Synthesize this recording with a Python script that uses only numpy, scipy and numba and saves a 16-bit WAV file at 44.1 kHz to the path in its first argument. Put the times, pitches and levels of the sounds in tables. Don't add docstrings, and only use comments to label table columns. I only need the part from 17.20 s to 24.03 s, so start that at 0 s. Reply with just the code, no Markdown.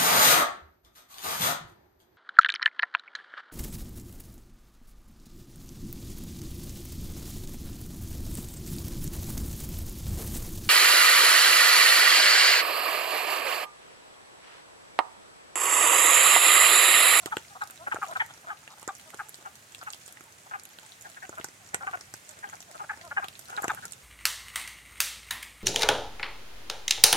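import sys
import numpy as np
from scipy import signal
from scipy.io import wavfile
from scipy.ndimage import uniform_filter1d
from numba import njit

SR = 44100
rng = np.random.default_rng(int(sys.argv[2]) if len(sys.argv) > 2 else 0)


def bounce(signal):
    frames = np.transpose(np.atleast_2d(signal))
    limited = np.clip(frames, -1, 1)
    pcm = np.round(limited * 32767).astype(np.int16)
    wavfile.write(sys.argv[1], SR, pcm)


N = 301203

# f/Hz, relative level/dB per Hz
HISS_COLOUR = [(18, -46), (30, -16), (84, 3.5), (112, 6.5), (313, -6), (691, -1), (789, -5), (1080, -2.5),
               (1650, -0.5), (4860, -12), (6000, -9), (7410, -4), (8600, -11.5), (9650, -18.5), (11900, -7),
               (13300, -19.5), (15600, -28), (16400, -70)]
HISS_DB = -54
# f/Hz, likeness (1 same, -1 opposite)
ALIKE = [(30, 0.6), (70, 0.98), (140, 0.92), (300, 0.71), (700, 0.25), (1400, -0.5), (3000, 0.46),
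         (15000, 0.59)]
# f/Hz, left minus right/dB
RAIN_LEAN = [(3000, -0.5), (5000, 5), (8000, -9.5), (15000, -1)]
# t/s, rain level/dB, rumble level/dB
WEATHER = [(0.0, -54.5, -58.5), (0.36, -56, -66), (0.7, -56.5, -62.5), (0.84, -55, -60), (1.43, -58.5, -67),
           (1.84, -57, -65.5), (2.28, -57.5, -65), (2.85, -57, -64.5), (3.31, -58.5, -67), (3.73, -56, -67),
           (4.43, -58, -62.5), (4.6, -58.5, -59), (5.1, -56.5, -65.5), (5.95, -57.5, -61),
           (6.37, -56, -63.5), (6.56, -54, -55.5), (6.83, -57, -62.5)]

# t/s, length/ms, base level/dB, base f/Hz, glide over the note/%, left lags by/ms
MURMURS = [(0.0, 60, -51.5, 363, -8.5, -0.2), (0.297, 42, -47, 401, -10, -0.27),
           (0.585, 65, -42, 330, 18, -0.25), (0.882, 46, -35.5, 336.5, 1, -0.26),
           (1.228, 34, -48.5, 349, -43, 0.16), (1.85, 47, -54, 317, 1, -0.067),
           (5.075, 62, -53.5, 299.5, -7, 0.43), (5.48, 34, -51.5, 322, -29, 0.39),
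           (5.825, 63, -40.5, 334, -14.5, 0.16)]
# multiple of its pitch, level/dB
MURMUR_PARTIALS = [(1, -23), (2, -1), (3, -5), (4, -6.5)]
MURMUR_PEAK = 0.61
MURMUR_ARCH_PERCENT = 2.9

# t/s, tick level/dB, thud level/dB, snap level/dB, snap f/Hz, crack level/dB,
# left minus right of the treble/dB
DROPS = [(0.059, -26.5, -21.5, -31.5, 3180, -31, -17), (0.0654, -46, -42, -48, 3540, -55, -3),
         (0.1097, -47, -48, -50, 2200, -40, -7), (0.1688, -28, -19.5, -30, 3160, -36, -3),
         (0.1825, -38, -45, -39.5, 2460, -42, -5), (0.249, -64, -53, -48.5, 2170, -70, -2),
         (0.4195, -42, -46, -42.5, 2690, -44, -5), (0.4378, -40, -46, -46, 5190, -41.5, -9),
         (0.4738, -44, -56, -47, 5770, -42, -10), (0.4997, -47, -51, -45, 2420, -45, 10),
         (0.5076, -40, -60, -52, 4300, -38, -15), (0.5583, -43, -49, -50, 2210, -48, -8),
         (0.5758, -49.5, -54.5, -47.5, 3900, -63, -5), (0.6811, -54, -33, -58, 5710, -43, -5),
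         (0.7236, -46, -44, -36, 2200, -47, 7), (0.7446, -36, -23, -42, 2180, -43, -12.5),
         (0.786, -58, -30, -55, 2930, -57, -6), (0.8267, -45, -41, -53, 2420, -47, -11),
         (0.835, -44, -47, -52, 2660, -43, -7), (0.8517, -44, -52, -47, 2420, -51, -11),
         (0.8644, -47, -50, -43.5, 2200, -51, -14), (0.9122, -49, -38, -43.5, 3900, -34, -5),
         (0.936, -40, -37.5, -47, 3900, -44, -1), (0.9699, -39.5, -37, -41.5, 3520, -44, -4),
         (1.0626, -42, -75, -55, 5710, -41, -4), (1.176, -71, -44, -53.5, 5740, -59, -22),
         (1.477, -44, -50, -39.5, 2400, -51, 0), (1.5968, -46, -47, -53, 5670, -50, -11),
         (1.6168, -51, -73, -55, 5710, -52, -17), (1.6288, -38.5, -39, -50, 2930, -48, -11),
         (1.677, -27, -23.5, -41, 5740, -36, -8.5), (1.751, -39, -58, -55, 5710, -43, -14),
         (1.796, -49, -51, -44.5, 2950, -63, -6), (1.9038, -47, -56, -47, 2680, -47, -10),
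         (1.944, -36, -32, -48, 3960, -41.5, -9), (2.086, -41, -46, -54, 5710, -44, -7),
         (2.093, -38.5, -43, -62, 4720, -31, -2), (2.1433, -33, -47, -42, 4230, -42, -3),
         (2.1547, -43, -60, -61, 4290, -51, -11), (2.1873, -56, -38, -60, 2420, -53, -9),
         (2.225, -48, -39, -59, 3900, -59, -6), (2.5476, -39.5, -54, -39.5, 3040, -43, -7),
         (2.555, -43, -57, -63, 2660, -46, -4), (2.5824, -45, -43, -57, 5710, -60, -15),
         (2.59, -42, -61, -48, 5190, -48, 0), (2.6286, -44, -41, -48, 2200, -44, -9),
         (2.6361, -43, -55, -51, 2420, -42, -10), (2.7035, -34.5, -86, -42.5, 4720, -60, -15),
         (2.7263, -47, -62, -45, 5660, -35, 0), (2.7332, -33.5, -72, -35, 3760, -45, -8),
         (2.7455, -43, -45, -45, 5600, -37, -5), (2.8782, -39.5, -43.5, -56, 5710, -36.5, 0),
         (2.9242, -37, -55, -53, 4330, -33, 2), (2.9716, -52, -67, -42, 2200, -56, -7),
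         (3.0082, -47, -35.5, -48.5, 2200, -50, -12), (3.039, -43.5, -40, -66, 2660, -43, -5),
         (3.3966, -39, -54, -44.5, 5710, -42, -3), (3.4351, -40.5, -58, -61, 5710, -35, -2),
         (3.4531, -37, -66, -45.5, 3270, -31.5, -5), (3.5864, -45, -38.5, -41.5, 3660, -45, -6),
         (3.596, -44, -49, -65, 5710, -49.5, -11), (3.6257, -60, -44, -68, 4290, -63, -4),
         (3.6315, -46, -52, -50, 2430, -53, -11), (3.6623, -43, -46, -58, 5710, -57, -13),
         (3.8105, -39, -59.5, -64, 5710, -41, -4), (3.817, -42, -59, -65, 5710, -54.5, -2),
         (3.823, -37, -64, -54, 4720, -38, -9), (3.9455, -61, -58, -46.5, 3860, -60, -4),
         (4.0522, -46, -52, -44, 2200, -61, -7), (4.0931, -33, -23.5, -50, 5600, -41, -9),
         (4.1548, -46, -68, -51, 3220, -52, -13), (4.1816, -44, -54, -47, 2200, -42, 1),
         (4.1987, -46, -25.5, -46, 3540, -51, -13), (4.212, -58, -66, -38, 2240, -59, -9),
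         (4.2439, -28.5, -27, -34, 5740, -33, -9), (4.286, -43, -39, -44, 5710, -54, 0),
         (4.4738, -43, -50, -61, 4290, -53, -4), (4.4894, -42, -59, -51, 5710, -54, -5.5),
         (4.5445, -19, -20.5, -26, 2300, -26, -13), (4.6248, -50, -48, -50, 5710, -53, -1),
         (4.6697, -41, -40, -38, 2180, -55, -10), (4.712, -44, -40, -46, 2930, -47, -11),
         (4.754, -50, -34, -52, 2200, -51, -13), (4.773, -51, -37.5, -44.5, 2210, -56, -7),
         (4.8097, -34.5, -39.5, -38.5, 5670, -39, -1), (4.9389, -29, -25.5, -40, 5500, -33, -3),
         (5.0916, -33, -56, -49, 5710, -43, -12), (5.1134, -38, -48, -52.5, 3900, -57, -4),
         (5.1898, -41, -42, -52, 5740, -48, -6), (5.274, -64, -44, -50, 3220, -60, -7),
         (5.2895, -48, -44, -46, 5710, -47, 0), (5.2973, -35, -49, -44, 2200, -42, -1),
         (5.368, -52, -60, -48, 2420, -60, -4), (5.4044, -35, -51, -40, 5640, -48, -1),
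         (5.4263, -43, -52, -45, 3540, -41, -6), (5.5132, -42, -44, -46, 5800, -39.5, 2),
         (5.773, -47, -36.5, -53, 5190, -57, -12), (5.8506, -44, -47, -52, 3500, -44, -5),
         (5.876, -45, -46, -49, 5140, -51, -3), (6.0437, -45.5, -36.5, -36.5, 2930, -46, -22),
         (6.0839, -41, -53, -37, 3780, -36, -5), (6.1925, -35, -42, -46.5, 5900, -32.5, -10),
         (6.212, -47, -64, -54.5, 4720, -41, 5), (6.247, -68, -61.5, -72, 3220, -48, -11),
         (6.3035, -42, -46, -44.5, 2680, -46, 1), (6.3136, -42.5, -52, -59, 2200, -59, -14),
         (6.3654, -39, -47, -37.5, 3900, -42, -1), (6.3758, -45, -42, -38.5, 2160, -54, -14),
         (6.4214, -31, -27, -55, 5710, -26.5, 3), (6.4428, -23, -22, -37, 2220, -36, -7),
         (6.4807, -23.5, -20.5, -29.5, 2620, -32, -8.5), (6.5177, -38, -45, -43, 2200, -52, -14),
         (6.5335, -39, -43, -51, 2420, -51, -2), (6.5476, -36, -43, -47, 2200, -31.5, -9),
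         (6.6535, -26, -38, -41, 5710, -32, -6), (6.7215, -27, -54, -42.5, 5710, -37.5, -6.5),
         (6.7335, -42, -60, -44.5, 3500, -47, -17)]
# f/Hz, level within the kind/dB, time to fade by 60 dB/ms
TICK = [(6500, -7, 8.4), (7130, 8, 3.46), (7860, 7.5, 3.63)]
THUD = [(113, -17.5, 14.7), (263, -36, 3.3), (387, -11, 16.7), (540, -5, 12.4)]
KNOCK = [(744, -0.41, 15), (1410, 0.34, 15), (1950, 0.65, 8.3)]
CRACK = [(10220, 14, 1.64), (11800, 16, 1.53), (14000, 0, 1.1), (15200, 1, 1.5)]
# multiple of the drop's snap f, level within the kind/dB, time to fade by 60 dB/ms
SNAP = [(0.8, 16, 2.6), (1.0, 12, 5.23), (1.27, 17, 1.9)]
DROP_LAG_MS = -0.19
DROP_TAIL_T60_S, DROP_TAIL_DB = 0.056, -7

# t/s, length/ms, base level/dB, base pulse rate f/Hz, high ring f/Hz,
# high ring over low ring level/dB, left lags by/ms, level change over the note/dB,
# rasp f/Hz, rasp base level/dB
NOTES = [(0.068, 20, -38, 376.0, 1250, 11, -0.23, -2, 3800, -54),
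         (0.12, 24, -27.5, 435.5, 1330, 9.0, -0.22, -7.5, 3230, -46),
         (0.353, 22.5, -40, 265, 1210, 6, -0.23, -2.5, 3430, -57),
         (0.414, 27.6, -27.5, 421.0, 1334, 10.5, -0.25, -11, 3820, -46),
         (0.499, 24, -46, 475, 1340.0, 27.0, -0.41, -3, 2680, -55),
         (0.67, 16.6, -29.0, 264.4, 1380, 11, -0.28, -2, 2800, -52),
         (0.72, 18.6, -21.5, 441.5, 1390, 12.5, -0.23, -10.5, 2930, -38),
         (0.7602, 13, -31.0, 221.5, 1330, 7, 0.04, 0, 2720, -59),
         (0.821, 29, -25.0, 402, 1260, 13, 0.093, -9, 2750, -51),
         (0.862, 34, -47, 377.5, 1330.0, -7.0, -0.23, -2, 2900, -55),
         (0.925, 9.2, -31, 295, 1400.0, 12, -0.35, -1, 3500, -60),
         (0.959, 17, -23.5, 261, 1360, 17, -0.24, -3.5, 2800, -53),
         (1.002, 25.0, -18, 443, 1670, 13, -0.22, -14.5, 3060, -31),
         (1.09, 25, -47.5, 394, 1340, 7.0, -0.19, 0, 3300, -50),
         (1.271, 33.0, -37.0, 352, 1370.0, 13, -0.32, -4, 3520, -57),
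         (1.298, 35.0, -31, 413.7, 1380.0, 15, 0.22, -5.5, 3000, -50.5),
         (1.497, 44.0, -53.0, 407, 1200, 7.0, -0.08, 0.5, 3800, -56),
         (1.572, 16.3, -51.5, 408, 1400.0, 3, -0.083, -4, 3100, -57),
         (1.622, 21.4, -49, 427.0, 1210, 5, 0.01, -4, 2900, -54),
         (1.684, 24.8, -31, 405, 1264, 7.5, 0.073, -7.5, 3620, -47),
         (1.936, 9.9, -40, 268, 1410.0, 4, 0.029, 1, 3770, -63),
         (1.993, 26.5, -29, 420.5, 1420, 13.5, -0.077, -7.5, 2770, -53),
         (2.205, 17.5, -54.5, 330, 1300.0, 2, 0.065, 1, 3800, -56),
         (2.254, 28.6, -36.0, 405, 1360, 8.5, 0.38, -6.5, 2900, -54),
         (2.614, 19, -39.5, 367, 1370.0, 15, 0.22, 0, 3300, -58),
         (2.669, 23.6, -31.5, 433, 1410.0, 14, 0.28, -7.5, 2640, -48),
         (3.261, 18, -51, 389, 1270.0, 1, 0.32, 0.5, 3400, -65),
         (3.312, 23, -37, 395, 1340.0, 10.0, 0.42, -7.5, 2720, -54),
         (3.337, 28.0, -31, 410.6, 1410.0, 13.5, 0.33, -4, 2620, -55),
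         (3.85, 25.5, -41.5, 393.0, 1590, 8, 0.42, 0, 3700, -57),
         (3.968, 20, -40.5, 514, 1560, 17, 0.41, -2, 2660, -57),
         (4.026, 24.4, -33.5, 392, 1630, 10, 0.44, -7.5, 2670, -56),
         (4.128, 15, -41.0, 346, 1390.0, 10, 0.26, -0.5, 3000, -61),
         (4.177, 23, -31, 334, 1430, 13.0, 0.28, -8, 2720, -55),
         (4.537, 30.5, -37.5, 519, 1710, 5.5, -0.28, -5.5, 2700, -55),
         (4.609, 24, -37.5, 276.5, 1460, 7, 0.21, 0, 3300, -56),
         (4.629, 22, -34.0, 393.0, 1380.0, 12.0, 0.35, -4, 2900, -60),
         (4.67, 29.6, -27.5, 394, 1330, 14, 0.25, -8.5, 2700, -53.5),
         (4.735, 23.7, -26.5, 366, 1380, 10.5, 0.28, -12, 2660, -46),
         (5.17, 23, -50, 309.0, 1450.0, 10, 0.35, -6, 3380, -59),
         (5.233, 31.0, -34, 423, 1540, 8.0, 0.39, -9, 2940, -58),
         (5.269, 22.0, -51.5, 404, 1690, -3, 0.46, 0, 3000, -61),
         (5.327, 22.0, -38, 408, 1390, 8, 0.42, -5.5, 2800, -61),
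         (5.547, 22, -39.5, 345, 1330, 4.5, 0.49, -4, 2900, -57),
         (5.597, 33, -35, 413.0, 1250.0, 6, 0.42, -5.5, 2730, -58),
         (5.638, 13.4, -39.0, 299.0, 1500.0, 4, 0.01, -0.5, 2800, -60),
         (5.695, 27.4, -28.0, 426, 1520, 15, 0.13, -6, 2720, -56),
         (5.73, 14.4, -40.0, 416, 1760.0, 8, 0.15, -1, 2800, -53),
         (5.767, 54, -57, 327, 1500, 7, -0.23, 6, 2700, -64),
         (5.913, 15.0, -29.5, 275.5, 1480, 14, 0.13, -1, 2900, -50),
         (5.971, 30, -21, 396, 1450, 12, 0.21, -14.5, 2720, -37),
         (6.025, 27.4, -29.5, 403.5, 1320, 12, 0.38, -8, 2700, -68),
         (6.284, 29.0, -44.5, 463, 1380.0, 6, 0.52, -2, 2900, -60),
         (6.318, 51, -41, 503, 1360, 7.0, 0.42, -5, 2800, -56),
         (6.377, 25, -26, 418.0, 1340, 5.5, 0.46, -12, 2820, -52),
         (6.432, 13, -31, 440.0, 1420, 9, 0.2, -5, 2700, -53),
         (6.443, 13.7, -27.5, 237.5, 1290, 7, 0.18, 0, 3300, -52),
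         (6.498, 22.5, -22.0, 430.4, 1355, 9, -0.06, -11, 3540, -38.5),
         (6.531, 10.4, -39, 470, 1460.0, -24, 0.46, -3.5, 3400, -56),
         (6.57, 24.4, -41.5, 444, 1430, 8, 0.49, 0.5, 3000, -54),
         (6.626, 40, -41.5, 481, 1460, 11, 0.51, -5, 2710, -55)]
# low ring/ms, high ring/ms
SAC_T60_MS = (13.6, 9.73)
# f/Hz, base level/dB, time to fade by 60 dB/ms
OVERTONE = (2360, -15, 6.2)
RASP_T60_MS = 6.4
SLOW_HZ = 300

SAG_FROM_HZ, SAG_PERCENT_PER_HZ, SAG_RANGE_PERCENT = 312, 0.17, (5.8, 21.2)
SAG_PERCENT_PER_DB = 1.27
CREAK_MS, CREAK_MS_PER_DB, CREAK_BELOW_DB = 5.45, 0.96, -30.5
FROG_LEAN_DB, FROG_LEAN_DB_PER_MS = 1.5, 2
LOW_RING_PER_PULSE, LOW_RING_RANGE_HZ, LOW_RING_REST_HZ = 1.998, (647, 923), 733

WOOD_T60_S, WOOD_DB, DROP_WOOD_DB = 0.19, -18, 1
TOP_HZ = 16000


def undb(db):
    return 10 ** (np.asarray(db) / 20)


def along(table, hz):
    points = np.array(table)
    return np.interp(np.log(hz), np.log(points[:, 0]), points[:, 1])


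@njit
def ring(rows, n):
    out = np.zeros(n)
    for s, hz, gain, t60, rise in rows:
        first = int(s * SR) + 1
        late = first - s * SR
        pole = np.log(.001) / (t60 * SR) + 2j * np.pi * hz / SR
        z, turn = gain * np.exp(pole * late), np.exp(pole)
        lack, shrink = np.exp(-late / (rise * SR)), np.exp(-1 / (rise * SR))
        for i in range(first, min(first + int(t60 * SR), n)):
            if i >= 0:
                out[i] += z.imag * (1 - lack)
            z, lack = z * turn, lack * shrink
    return out


def pair(rows, rise_ms):
    s, hz, gain, t60, pan_db, lag = np.transpose(rows)
    rise = np.full(len(s), max(rise_ms, .01) / 1e3)
    ports = []
    for side in (1, -1):
        port_gain = gain * undb(side * pan_db / 2)
        ports.append(ring(np.column_stack([s + side * lag / 2, hz, port_gain, t60, rise]), N))
    return np.array(ports)


def band(x, hz, width):
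    edges = [hz / width, min(hz * width, .48 * SR)]
    return signal.sosfilt(signal.butter(1, edges, "band", fs=SR, output="sos"), x)


def walk(rate):
    k = int(SR / rate)
    steps = np.repeat(rng.standard_normal(N // k + 1), k)
    return 1.3 * uniform_filter1d(uniform_filter1d(steps, k), k)[:N]


def tail(x, t60_s, db, hz, width):
    t = np.arange(int(t60_s * SR)) / SR
    noise = rng.standard_normal((2, SR // 2))[:, :len(t)]
    spray = band(noise * undb(-60 * t / t60_s), hz, width)
    spray *= undb(db) / np.sqrt(np.sum(spray ** 2, axis=1, keepdims=True))
    return signal.fftconvolve(x, spray, axes=1)[:, :N]


def hiss(rain_db, rumble_db):
    out = 0
    for hz in 32 * 2 ** np.arange(0, 9.1, 1 / 3):
        alike = np.clip(along(ALIKE, hz), -.95, .98)
        mid, side = (band(band(rng.standard_normal(N), hz, 1.225), hz, 1.225) for _ in range(2))
        lean = along(RAIN_LEAN, hz) * np.array([[.5], [-.5]])
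        weather_db = rumble_db if hz < 250 else rain_db * (hz > 2500)
        db = along(HISS_COLOUR, hz) + walk(12) + lean + weather_db
        stereo = np.sqrt(1 + alike) * mid + np.sqrt(1 - alike) * side * np.array([[1], [-1]])
        out = out + undb(db) * stereo
    return out * undb(HISS_DB) / np.sqrt(np.mean(out ** 2))


def patter(count=4500, size=6):
    db, spread_db = -61, 3.8
    when, weight, side, centre = np.repeat(rng.random((count, 4)), size, axis=0).T
    pitch, cycles = rng.standard_normal(count * size), rng.random(count * size)
    hz = np.clip(5000 * 2.4 ** centre * np.exp(.45 * pitch), 500, 15800)
    colour = along(HISS_COLOUR, hz) - along(HISS_COLOUR, 8890.0) + 10 * np.log10(hz / 7300)
    gain = undb(db + colour - spread_db * np.log(weight + 0.00061))
    t60_s = (4 + 12 * cycles) / hz
    pan_db = along(RAIN_LEAN, hz) + 8 * (side - .5)
    lag_s = (side - .5) * 0.000994
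    rows = np.column_stack([when * N / SR, hz, gain, t60_s, pan_db, lag_s])
    flurries = undb(walk(7) + 2.4 * walk(24))
    ticks = pair(rows, rise_ms=0.16) * flurries
    return ticks + tail(ticks, 0.11, -1.5, 8000.0, 3.8)


def murmurs():
    out = np.zeros((2, N))
    waver, grain = 1 + .025 * walk(150), undb(2.5 * walk(200))
    bend = np.log(.5) / np.log(MURMUR_PEAK)
    for (s, ms, db, hz, glide, lag_ms), phase in zip(MURMURS, rng.random((len(MURMURS), 4))):
        u = np.linspace(0, 1, int(ms * SR / 1e3))
        arch = MURMUR_ARCH_PERCENT / 100 * (np.sin(np.pi * u) - .5)
        pitch_hz = waver[int(s * SR):][:len(u)] * hz * (1 + glide / 100 * (u - .5) + arch)
        turns = np.cumsum(pitch_hz) / SR
        shape = np.abs(np.sin(np.pi * u ** bend))
        tone = sum(undb(d) * np.sin(2 * np.pi * (k * turns + p))
                   for (k, d), p in zip(MURMUR_PARTIALS, phase))
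        for side in (0, 1):
            first = max(round((s + (side == 0) * lag_ms / 1e3) * SR), 0)
            out[side, first:first + len(u)] += undb(db + (.5 - side) * FROG_LEAN_DB) * shape * tone
    return out * grain


def splat(s, levels_db, snap_hz, pan_db, chance, burst_ms=0.5933, detune=0.069,
          scatter_db=2.0, fall_db=-3.5, scatter_ms=0.19):
    rows = []
    snap = [(k * snap_hz, db, t60) for k, db, t60 in SNAP]
    kinds = (TICK, THUD, KNOCK, snap, CRACK)
    pans_db = (pan_db, 0, 0, pan_db / 4, pan_db)
    for modes, db, pan in zip(kinds, levels_db, pans_db):
        for k, hit in enumerate(chance):
            late_ms = burst_ms * k * abs(hit[0, 0])
            for (hz, mode_db, t60), (side, tune, size) in zip(modes, hit[1:]):
                gain = undb(db + mode_db + scatter_db * size + fall_db * k)
                lag_ms = DROP_LAG_MS + scatter_ms * side * (hz > 1300)
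                rows.append((s + late_ms / 1e3, hz * (1 + detune * tune), gain, t60 / 1e3, pan, lag_ms / 1e3))
    return rows


def near_drops():
    rows = []
    chance = rng.standard_normal((len(DROPS), 4, 6, 3))
    for (s, tick_db, thud_db, snap_db, snap_hz, crack_db, lean_db), c in zip(DROPS, chance):
        knock_db = (thud_db + snap_db) / 2
        rows += splat(s, [tick_db, thud_db, knock_db, snap_db, crack_db], snap_hz, lean_db, c)
    bass_cut = signal.butter(2, 110, "high", fs=SR, output="sos")
    return signal.sosfilt(bass_cut, pair(rows, rise_ms=0.65))


def drop_tails(drops):
    return tail(drops, DROP_TAIL_T60_S, DROP_TAIL_DB, 5800.0, 2.44)


def voiced(s, ms, db, rate_hz, high_hz, high_db, lag_ms, fade_db, rasp_hz, rasp_db):
    creak_ms = 2.
    if rate_hz > SLOW_HZ:
        creak_ms = CREAK_MS + CREAK_MS_PER_DB * max(CREAK_BELOW_DB - db, 0)
    sag = np.clip(SAG_PERCENT_PER_HZ * (rate_hz - SAG_FROM_HZ), *SAG_RANGE_PERCENT)
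    sag += SAG_PERCENT_PER_DB * (db - CREAK_BELOW_DB)
    low_hz = max(LOW_RING_PER_PULSE * rate_hz, LOW_RING_RANGE_HZ[0])
    if low_hz >= LOW_RING_RANGE_HZ[1] or rate_hz <= SLOW_HZ:
        low_hz = LOW_RING_REST_HZ
    lean_db = FROG_LEAN_DB + FROG_LEAN_DB_PER_MS * lag_ms
    return (s, ms, db, rate_hz, creak_ms, sag, fade_db, low_hz, high_hz, high_db,
            lean_db, lag_ms, rasp_hz, rasp_db)


def note(row, chance, dull_db=-10, swell_ms=5.1, lead_ms=4.84, lead_db=-10):
    (start, ms, db, rate_hz, creak_ms, sag, fade_db, low_hz, high_hz, high_db,
     pan_db, lag_ms, rasp_hz, rasp_db) = row
    jitter, uneven_db = .018 + .035 * (rate_hz < SLOW_HZ), 2.
    rows, t = [], -lead_ms
    for wobble, size in chance:
        if t > ms:
            break
        done = max(t, 0) / ms
        slack = 1 + sag / 100 * (.45 - done ** 1.32)
        swell = (1 - 0.43 * np.exp(-max(t, 0) / swell_ms)) * undb(lead_db * (t < 0))
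        gain = undb(db + uneven_db * size + fade_db * done ** 0.96) * swell
        top = undb(high_db + dull_db * done ** 2)
        share = gain / np.hypot(1, undb(high_db))
        rings = [(low_hz * slack, 4.72 * share, SAC_T60_MS[0]),
                 (high_hz * slack * (1 + jitter * size), -5.6 * share * top, SAC_T60_MS[1])]
        overtone_db = OVERTONE[1] + .5 * (db + 24.0)
        uppers = [(OVERTONE[0], overtone_db, OVERTONE[2]), (rasp_hz, rasp_db - db, RASP_T60_MS)]
        for hz, upper_db, t60 in uppers:
            rings.append((hz * slack ** 0.35 * (1 + jitter * wobble), 4.03 * gain * undb(upper_db), t60))
        rows += [(start + t / 1e3, hz, g, t60 / 1e3, pan_db, lag_ms / 1e3) for hz, g, t60 in rings]
        speed = 1 - .5 * np.exp(-((t + 2.584) / max(creak_ms, .3)) ** 2)
        gap_ms = 1e3 / (rate_hz * slack * speed) * (1 + jitter * wobble)
        t = t + gap_ms if t >= 0 else 0.
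    return rows


def frogs():
    rows = []
    for row, c in zip(NOTES, rng.standard_normal((len(NOTES), 40, 2))):
        rows += note(voiced(*row), c)
    return pair(rows, rise_ms=0.65)


def far_frogs(count=45):
    base_db, spread_db = -62, 1.5
    draw, chance = rng.random((count, 6)), rng.standard_normal((count, 40, 2))
    rows = []
    for (a, b, c, d, e, f), luck in zip(draw, chance):
        db = base_db + spread_db * np.log(1 / c)
        call = (a * N / SR, 22 + 20 * b, db, 330 + 130 * d, 2 + 9 * e, 12, -8, 660 + 220 * d,
                1250 + 300 * b, -2 + 8 * e, 1., (f - .4) * 0.38, 3000, -90)
        rows += note(call, luck)
    return pair(rows, rise_ms=0.96)


def wood(x):
    return tail(x, WOOD_T60_S, WOOD_DB, 1500.0, 3.4)


def scene():
    s, rain_db, rumble_db = np.transpose(WEATHER)
    t = np.arange(N) / SR
    rain_db = np.interp(t, s, rain_db - np.median(rain_db))
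    rumble_db = np.interp(t, s, rumble_db - np.median(rumble_db))
    callers = frogs() + murmurs() + far_frogs()
    drops = near_drops()
    tails = drop_tails(drops)
    echoes = wood(callers + undb(DROP_WOOD_DB) * drops)
    rain = undb(rain_db) * patter()
    return callers + drops + tails + echoes + rain + hiss(rain_db, rumble_db)


def record(dry):
    thin = signal.sosfilt(signal.butter(2, 60, "high", fs=SR, output="sos"), dry)
    return signal.sosfilt(signal.ellip(8, .2, 70, TOP_HZ, fs=SR, output="sos"), thin)


dry = scene()
out = record(dry)
bounce(out)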